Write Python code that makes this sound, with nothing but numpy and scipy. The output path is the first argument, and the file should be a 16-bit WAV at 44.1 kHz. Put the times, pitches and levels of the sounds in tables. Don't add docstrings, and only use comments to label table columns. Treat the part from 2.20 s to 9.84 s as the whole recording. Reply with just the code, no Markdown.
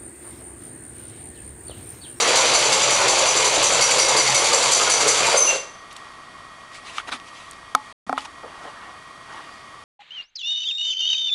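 import sys
import numpy as np
from scipy import signal
from scipy.io import wavfile
from scipy.ndimage import uniform_filter1d

SR = 44100
rng = np.random.default_rng(int(sys.argv[2]) if len(sys.argv) > 2 else 0)


def pcm_store(signal):
    levels = np.round(np.clip(np.atleast_2d(signal), -1, 1) * 32767)
    wavfile.write(sys.argv[1], SR, levels.astype(np.int16).T)


def makeup_ratio(level_db):
    decades = np.asarray(level_db, float) / 20
    return 10 ** decades


N = 336924
T = np.arange(N) / SR
CAR_N = 150000
TURN_HZ = 5.515


def evened(x):
    return x / np.sqrt(np.mean(x ** 2) + 1e-20)


def read(points, hz):
    f, value = np.transpose(points)
    return np.interp(np.log(hz + 1), np.log(f + 1), value)


def add(mix, s, sound):
    part = mix[round(s * SR):][:len(sound)]
    part += sound[:len(part)]


def drift(hz, count):
    return evened(np.interp(T[:count] * hz, np.arange(2000), rng.standard_normal(2000)))


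def resonate(x, hz, width):
    turn = np.exp(2j * np.pi * np.cumsum(hz * np.ones(len(x))) / SR)
    r = np.exp(-np.pi * width / SR)
    return 2 * (turn * signal.lfilter([1 - r], [1, -r], x / turn + 1e-18)).real


def noise(shape, patchy_db, grain_db=0.0, count=N, size=512):
    x = rng.standard_normal(count) * makeup_ratio(grain_db * np.minimum(rng.exponential(1, count), 6))
    hz, _, z = signal.stft(x, SR, nperseg=size, noverlap=size * 3 // 4)
    patches = uniform_filter1d(rng.standard_normal(z.shape), size=5, axis=0)
    patches = evened(uniform_filter1d(patches, size=12, axis=1))
    z = z * makeup_ratio(read(shape, hz)[:, None] + patchy_db * patches)
    return evened(signal.istft(z, SR, nperseg=size, noverlap=size * 3 // 4)[1][:count])


def camera():
    # (frequency [Hz], density [dB per Hz])
    hiss_shape = [(15, -35), (25, -9), (332, -10), (503, -13), (668, -8), (912, -11.5), (1090, -8),
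                  (1530, -14), (1880, -9), (2630, -18.5), (3160, -14), (4090, -19.5), (8660, -27),
                  (10600, -28.5), (12100, -46), (15800, -79.5), (22000, -120)]
    # (frequency [Hz], level [dB])
    drive_tones = [(667.5, -61), (1120, -61), (1238, -68), (1292, -68.5), (1351, -82), (1863, -65),
                   (1895, -52), (2153, -69.5), (2180, -61.5), (2439, -63), (2471, -68), (3235, -63.5),
                   (3521, -69), (4565, -63), (5577, -70.5), (6121, -75), (8468, -70.5), (9679, -75)]
    drum = 2 * np.pi * 30.1 * T
    out = makeup_ratio(-47) * noise(hiss_shape, patchy_db=-0.6, size=2048)
    casing_hz, casing_width = 1140, 190
    puffs = (1 + .45 * np.cos(2 * drum)) * rng.standard_normal(N)
    whir = resonate(resonate(puffs, casing_hz, casing_width), casing_hz, 2 * casing_width)
    out += makeup_ratio(-46.5) * evened(whir)
    throb = np.sqrt(2) * (1 + 0.1 * np.cos(drum))
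    for hz, db in drive_tones:
        out += makeup_ratio(db) * throb * np.sin(2 * np.pi * hz * T + 1.26 * drift(30, N))
    return out


def room(x):
    # (frequency [Hz], t60 [s])
    decay = [(150, .45), (600, .46), (1200, .48), (2700, .43), (6000, .45), (11000, .32)]
    out, at = np.zeros(N), np.arange(300, SR // 2, 20)
    for k in range(3):
        taps = np.zeros(SR // 2 + 20)
        taps[at + rng.integers(0, 20, len(at))] = rng.choice([-1., 1.], len(at))
        hz, t, z = signal.stft(taps, SR, nperseg=256)
        tail = signal.istft(z * makeup_ratio(-60 * t / read(decay, hz)[:, None]), SR, nperseg=256)[1]
        share = np.sqrt(2 / 3) * np.cos(2 * np.pi * (1.301 * T[:len(x)] + k / 3))
        add(out, 0, signal.oaconvolve(x * share, tail / np.linalg.norm(tail)))
    return out


def modes(table, t, centre_hz, slope_db):
    return sum(makeup_ratio(db - slope_db * abs(np.log2(hz / centre_hz)) - 60 * t / t60) * np.sin(2 * np.pi * hz * t)
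               for hz, db, t60 in table)


def knocks():
    # (time [s], peak [dB], centre of the blow [Hz], low ring [dB re peak], high ring [dB re peak])
    blows = [
        (5.549, 9.5, 1330, -43, -31),
        (5.894, -2.5, 730, -22, -25),
        (5.927, -2.5, 735, -26, -24),
        (5.977, -4, 1280, -36, -25.5),
        (6.233, -19.5, 510, -25, -21),
        (6.452, -18, 520, -36, -27),
    ]
    # (frequency [Hz], level [dB], t60 [s])
    shell_modes = [(520, -15.5, 0.036), (760, -1, 0.026), (1070, -2, 0.026), (1263, 6, 0.017),
                   (2250, 0.5, 0.012), (3200, -7, 0.0059), (4460, -5.5, 0.027)]
    # (frequency [Hz], t60 [s])
    shell_rings = [(268, .16), (853, .21)]
    out, t = np.zeros(N), T[:SR // 5]
    for s, db, hz, *rings_db in blows:
        body = modes(shell_modes, t, hz, slope_db=10.5)
        snap_db = max(-14 + 1.21 * db, -23)
        snap = evened(resonate(rng.standard_normal(len(t)), 3000, 5000)) * makeup_ratio(snap_db - 60 * t / 0.0081)
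        ringing = [(f, ring_db - 4.5, t60) for (f, t60), ring_db in zip(shell_rings, rings_db)]
        ring = modes(ringing, t, hz, slope_db=-2.5)
        knock = body / abs(body).max() + 0.43 * snap + ring
        add(out, s + .0006, makeup_ratio(db) * knock * (1 - np.exp(-t / 0.0006)))
    return signal.sosfilt(signal.butter(3, 230, "high", fs=SR, output="sos"), out)


def ticks():
    # (time [s], peak [dB], frequency [Hz], t60 [s], width [share of frequency])
    dry_ticks = [(3.712, -36, 3360, 0.012, 0.8), (3.7264, -36, 4580, 0.012, 1),
                 (3.764, -28.5, 3200, 0.013, 0.94), (3.7744, -37, 4580, 0.011, 1),
                 (4.9064, -33, 3730, 0.01, 0.8), (4.9751, -39, 4020, 0.012, 0.8),
                 (4.9992, -27.5, 3260, 0.01, 0.8), (5.311, -25.5, 7800, 0.007, 0.5),
                 (5.3193, -34, 3300, 0.014, 0.87), (5.3324, -35.5, 4570, 0.013, 0.99),
                 (5.9713, -31, 3000, 0.012, 0.8), (6.0066, -27, 3460, 0.012, 0.8),
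                 (6.051, -31, 3050, 0.012, 0.89)]
    # (time [s], peak [dB], frequency [Hz], t60 [s], width [share of frequency])
    dull_snaps = [(4.7822, -15, 1250, .025, .3), (4.7822, -16, 2700, .015, .6), (4.797, -24, 1450, .05, .3),
                  (4.886, -24, 1300, .04, .6), (4.919, -21, 1300, .06, .25), (4.92, -23, 3800, .06, .2),
                  (4.92, -27, 2300, .05, .2), (5.981, -27, 3000, .05, .2), (5.866, -38, 180, .12, .6),
                  (3.765, -33, 7500, .02, .4), (3.727, -37, 9000, .02, .4), (6.238, -31, 480, .15, .7),
                  (6.458, -34, 520, .13, .8), (4.92, -39, 265, .12, .2)]
    out, t = np.zeros(N), T[:4000]
    for s, db, hz, t60, share in dry_ticks + dull_snaps:
        snap = resonate(resonate(rng.standard_normal(4000), hz, share * hz), hz, 0.69 * share * hz)
        snap = snap * makeup_ratio(-60 * t / t60) * (1 - np.exp(-30 * t / t60))
        add(out, s, makeup_ratio(db) * snap / abs(snap).max())
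    return out


def rubbing():
    # (start [s], peak [s], end [s], dull rub [dB], bright hiss [dB])
    strokes = [(3.7, 3.716, 3.75, -50, -46), (3.75, 3.756, 4.05, -50, -52),
               (4.51, 4.552, 4.615, -50, -40.5), (4.62, 4.685, 4.79, -45, -40),
               (4.73, 4.782, 4.822, -38, -34.5), (4.864, 4.89, 4.905, -33, -35.5),
               (4.91, 4.924, 4.975, -33, -32), (4.94, 4.98, 4.9, -52, -49), (5.036, 5.08, 5.12, -60, -46),
               (5.108, 5.17, 5.4, -62, -46), (5.58, 5.67, 5.9, -62, -53), (5.976, 5.98, 6.005, -32, -34.5),
               (5.98, 6.018, 6.06, -50, -41.5), (6.041, 6.055, 6.07, -37, -37.5),
               (6.21, 6.303, 6.8, -44, -64), (6.33, 6.45, 6.58, -41.5, -50),
               (7.04, 7.15, 7.34, -39.5, -49.5), (6.52, 6.64, 6.8, -42.5, -62),
               (7.2, 7.33, 7.5, -56, -55.5)]
    # (frequency [Hz], density [dB per Hz])
    dull_shape = [(150, -58), (250, -8.5), (298, -6), (446, -12.5), (874, 0.5), (1120, -3), (1930, -6.5),
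                  (2560, -18), (2780, -11), (4200, -30), (5460, -63), (9240, -120)]
    # (frequency [Hz], density [dB per Hz])
    bright_shape = [(1180, -41), (2000, -2), (4060, -5), (4350, -7.5), (5130, -9), (9100, -16),
                    (10500, -18), (12100, -42), (15800, -64), (22000, -120)]
    rub = noise(dull_shape, patchy_db=3.0, grain_db=1.5)
    hiss = noise(bright_shape, patchy_db=2.3, grain_db=3.0)
    rub_power, hiss_power = np.zeros((2, N))
    for start, peak, end, rub_db, hiss_db in strokes:
        t = T[:round((end - start) * SR)]
        edges = np.clip(np.minimum(t, t[-1] - t) / 0.0045, 0, 1)
        from_peak = np.interp(t, [0, peak - start, end - start], [1, 0, 1])
        swell = edges * makeup_ratio(-16 * from_peak ** 1.43)
        add(rub_power, start, (makeup_ratio(rub_db) * swell) ** 2)
        add(hiss_power, start, (makeup_ratio(hiss_db) * swell) ** 2)
    return np.sqrt(rub_power) * rub + np.sqrt(hiss_power) * hiss


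def sleeve():
    out, start, end = np.zeros(N), 7.15, 7.5
    count = round((end - start) * SR)
    whistle = evened(resonate(rng.standard_normal(count), 4720, 220))
    add(out, start, makeup_ratio(-56) * np.hanning(count) * whistle)
    return out


def hands():
    return knocks() + ticks() + rubbing() + sleeve()


def hum():
    # (time [s], level [dB])
    path_db = [(0.0, -59), (0.22, -47), (0.72, -45.5), (1.1, -49.5), (1.34, -52), (1.45, -46), (1.8, -47),
               (2.14, -43), (2.26, -59.5), (2.46, -42), (2.56, -53.5), (3.15, -55), (3.25, -61)]
    shaft = 2 * np.pi * np.cumsum(129 * (1 + .01 * drift(8, N))) / SR
    beat_db = 2.5 * np.cos(2 * np.pi * (TURN_HZ * T - .76)) + 1.5 * np.cos(4 * np.pi * (TURN_HZ * T - .3))
    hum_db = np.interp(T, *np.transpose(path_db), right=-120) + beat_db + 1.5 * drift(14, N)
    return makeup_ratio(hum_db) * np.sqrt(2) * np.sin(shaft)


def bursts(s, db, t60, rise):
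    power, late = np.zeros(CAR_N), np.maximum(s, 0)
    np.add.at(power, (late * SR).astype(int), makeup_ratio(db - 60 * (late - s) / t60) ** 2)
    t = T[:SR // 4]
    fade = makeup_ratio(-120 * t / t60) * (1 - np.exp(-t / rise))
    return np.sqrt(abs(signal.oaconvolve(power, fade)[:CAR_N]))


def wheels(effort_db, load_db):
    # (frequency [Hz], density [dB per Hz])
    rumble_shape = [(18, -56), (30, -13), (96, -27.5), (129, -18), (215, -17.5), (526, 0), (735, -3),
                    (876, 0), (1200, -3), (1800, -12.5), (2000, -19), (2600, -21), (4400, -120)]
    roll = noise(rumble_shape, patchy_db=2.0, grain_db=3.0, count=CAR_N, size=1024)
    roll = evened(roll + 0.4 * resonate(roll, 510, 160))
    rumble_db = -23.5 - 0.37 * (T[:CAR_N] - 1.5) + effort_db
    return makeup_ratio(rumble_db + 1.08 * load_db + 1.88 * drift(90, CAR_N)) * roll


def gears(effort_db, load_db, tight, chatter):
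    # (frequency [Hz], density [dB per Hz])
    rattle_shape = [(760, -27.5), (1300, -8.5), (1800, -11.5), (2150, -4), (4100, -3.5), (4590, 0),
                    (5280, -5.5), (6070, -1.5), (6480, -0.5), (7250, -4), (9960, -7.5), (11100, -14),
                    (12100, -33.5), (15800, -68), (22000, -120)]
    t = T[:CAR_N]
    growl_db = -16.5 - 0.98 * t + 1.2 * effort_db
    clatter_db = -24.5 + 0.35 * t + 0.97 * effort_db
    rattle = chatter * noise(rattle_shape, patchy_db=1.0, grain_db=3.0, count=CAR_N)
    bright = signal.sosfiltfilt(signal.butter(2, 4200, "high", fs=SR, output="sos"), rattle)
    clatter = bright * makeup_ratio(clatter_db) * (.5 + 1.15 * tight)
    return clatter + (rattle - bright) * makeup_ratio(growl_db + 0.85 * load_db)


def chassis(s, hard_db, soft_db, lean, tight, chatter):
    # (frequency [Hz], width [Hz], level [dB])
    resonances = [(2161, 120, -9), (4620, 240, -9.5), (6012, 170, -6), (7190, 530, -4.5)]
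    # (hard bind [dB], soft bind [dB], lag [s], tilt [dB per unit of lean])
    answers = [(-20, -22.5, 0.001, 11), (-13, -17.5, 0.001, 2.5), (-12, -19, 0.014, -1.5),
               (-17.5, -17.5, 0.0052, -3)]
    out = np.zeros(CAR_N)
    for (hz, width, db), (hard, soft, lag, lean_db) in zip(resonances, answers):
        odd_db = 1.5 * rng.standard_normal(len(s))
        ring_db = np.r_[hard_db + hard, soft_db + soft] + lean_db * np.r_[lean, lean] + odd_db
        glide_hz = hz * (1 + .015 * (tight - 1) + .012 * drift(30, CAR_N))
        ring = resonate(resonate(rng.standard_normal(CAR_N), glide_hz, width), glide_hz, 2 * width)
        swell = bursts(s + lag, ring_db, t60=0.16, rise=0.004) + makeup_ratio(-31.5)
        out += makeup_ratio(db) * chatter * evened(ring) * swell
    return out


def squeals():
    # (start [s], end [s], from [Hz], to [Hz])
    glides = [(3.148, 3.27, 6270, 6000), (3.22, 3.335, 6050, 6110), (3.11, 3.19, 4800, 4770),
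              (3.145, 3.195, 8680, 8650), (3.16, 3.2, 9700, 9750), (3.18, 3.33, 10000, 9950),
              (3.27, 3.318, 2760, 2740), (3.16, 3.2, 7600, 7600), (3.27, 3.33, 7650, 7580),
              (3.19, 3.33, 12200, 12120), (3.02, 3.08, 2450, 2430), (3.19, 3.27, 2200, 2150)]
    glides_db = [-17.5, -21, -28, -29, -32, -36, -23, -31.5, -29.5, -57, -29.5, -36]
    out = np.zeros(CAR_N)
    for (start, end, hz0, hz1), db in zip(glides, glides_db):
        count = round((end - start) * SR)
        hz = np.linspace(hz0, hz1, count) * (1 + 0.0045 * drift(129.6, count))
        tone = np.sqrt(2) * np.sin(2 * np.pi * np.cumsum(hz) / SR)
        fuzz = evened(resonate(rng.standard_normal(count), hz, 120))
        slip = (.9 * tone + .4 * fuzz) * makeup_ratio(db + 3.5 * drift(130, count))
        add(out, start, slip * signal.windows.tukey(count, .5))
    return out


def car():
    # (time [s], level [dB])
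    push = [
        (0.0, 1.5),
        (0.4, 0),
        (2.95, 0),
        (3.06, 0.5),
        (3.14, 2.5),
        (3.19, -3),
        (3.25, -7.5),
        (3.285, -1),
        (3.39, -6),
    ]
    # (times a turn [1], swell [dB], place [turn])
    load = [(1, 1.5, .72), (2, 1.2, .38)]
    # (time [s], hard bind [dB], soft bind [dB], lean to the low rings [-1..1])
    binds = [(-0.026, 1.5, -3, 0.3), (0.1545, 1, -2.5, -0.018), (0.3364, 1.5, 0.5, 0.021),
             (0.52, 0.5, -2, -0.34), (0.7028, 1, -2.5, 0.023), (0.879, 1, 0.5, 0.28),
             (1.062, -0.5, 2, -0.2), (1.242, -0.5, -2.5, 0.17), (1.426, 1.5, 0.5, -0.4),
             (1.6073, 2.5, 3.5, 0.43), (1.7825, 2.5, 1, 0.55), (1.965, 1, 0.5, 0.97), (2.143, 2, 3.5, 0.41),
             (2.3271, 1.5, 1.5, 0.18), (2.513, 3.5, -2.5, -0.6), (2.6964, 2.5, 0.5, -0.01),
             (2.875, 2.5, -5, 0.13), (3.053, -7.5, -19, -0.029)]
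    t = T[:CAR_N]
    effort_db = np.interp(t, *np.transpose(push))
    load_db = sum(db * np.cos(2 * np.pi * k * (TURN_HZ * t - at)) for k, db, at in load)
    s, hard_db, soft_db, lean = np.transpose(binds)
    s = np.r_[s, s + 0.0972]
    tight = bursts(s, np.r_[hard_db + 3, soft_db - 2], t60=0.25, rise=.003)
    chatter = makeup_ratio(1.28 * drift(220, CAR_N))
    out = wheels(effort_db, load_db) + gears(effort_db, load_db, tight, chatter)
    out += chassis(s, hard_db, soft_db, lean, tight, chatter)
    out *= np.clip((push[-1][0] - t) / 0.033, 0, 1)
    return np.pad(out + squeals(), (0, N - CAR_N))


def scene():
    toy = car()
    return (0.94 * toy + room(0.52 * toy[:CAR_N]) + hum() + hands() + camera())[None]


def low_pass(x):
    return signal.sosfilt(signal.butter(12, 12270, fs=SR, output="sos"), x)


def record(dry):
    x = signal.oaconvolve(dry, signal.firwin(255, 12200, window=("kaiser", 5), fs=SR)[None], "same")
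    power = uniform_filter1d(uniform_filter1d(x ** 2, size=900), size=900)
    power_db = 10 * np.log10(abs(power) + 1e-12)
    x = x / makeup_ratio(.35 * np.maximum(power_db + 18, 0))
    x = x / (1 + abs(x / .73) ** 4) ** .25
    mix = x * ((T < 5.7268) | (T > 5.8655))
    return low_pass(mix)


dry = scene()
out = record(dry)
pcm_store(out)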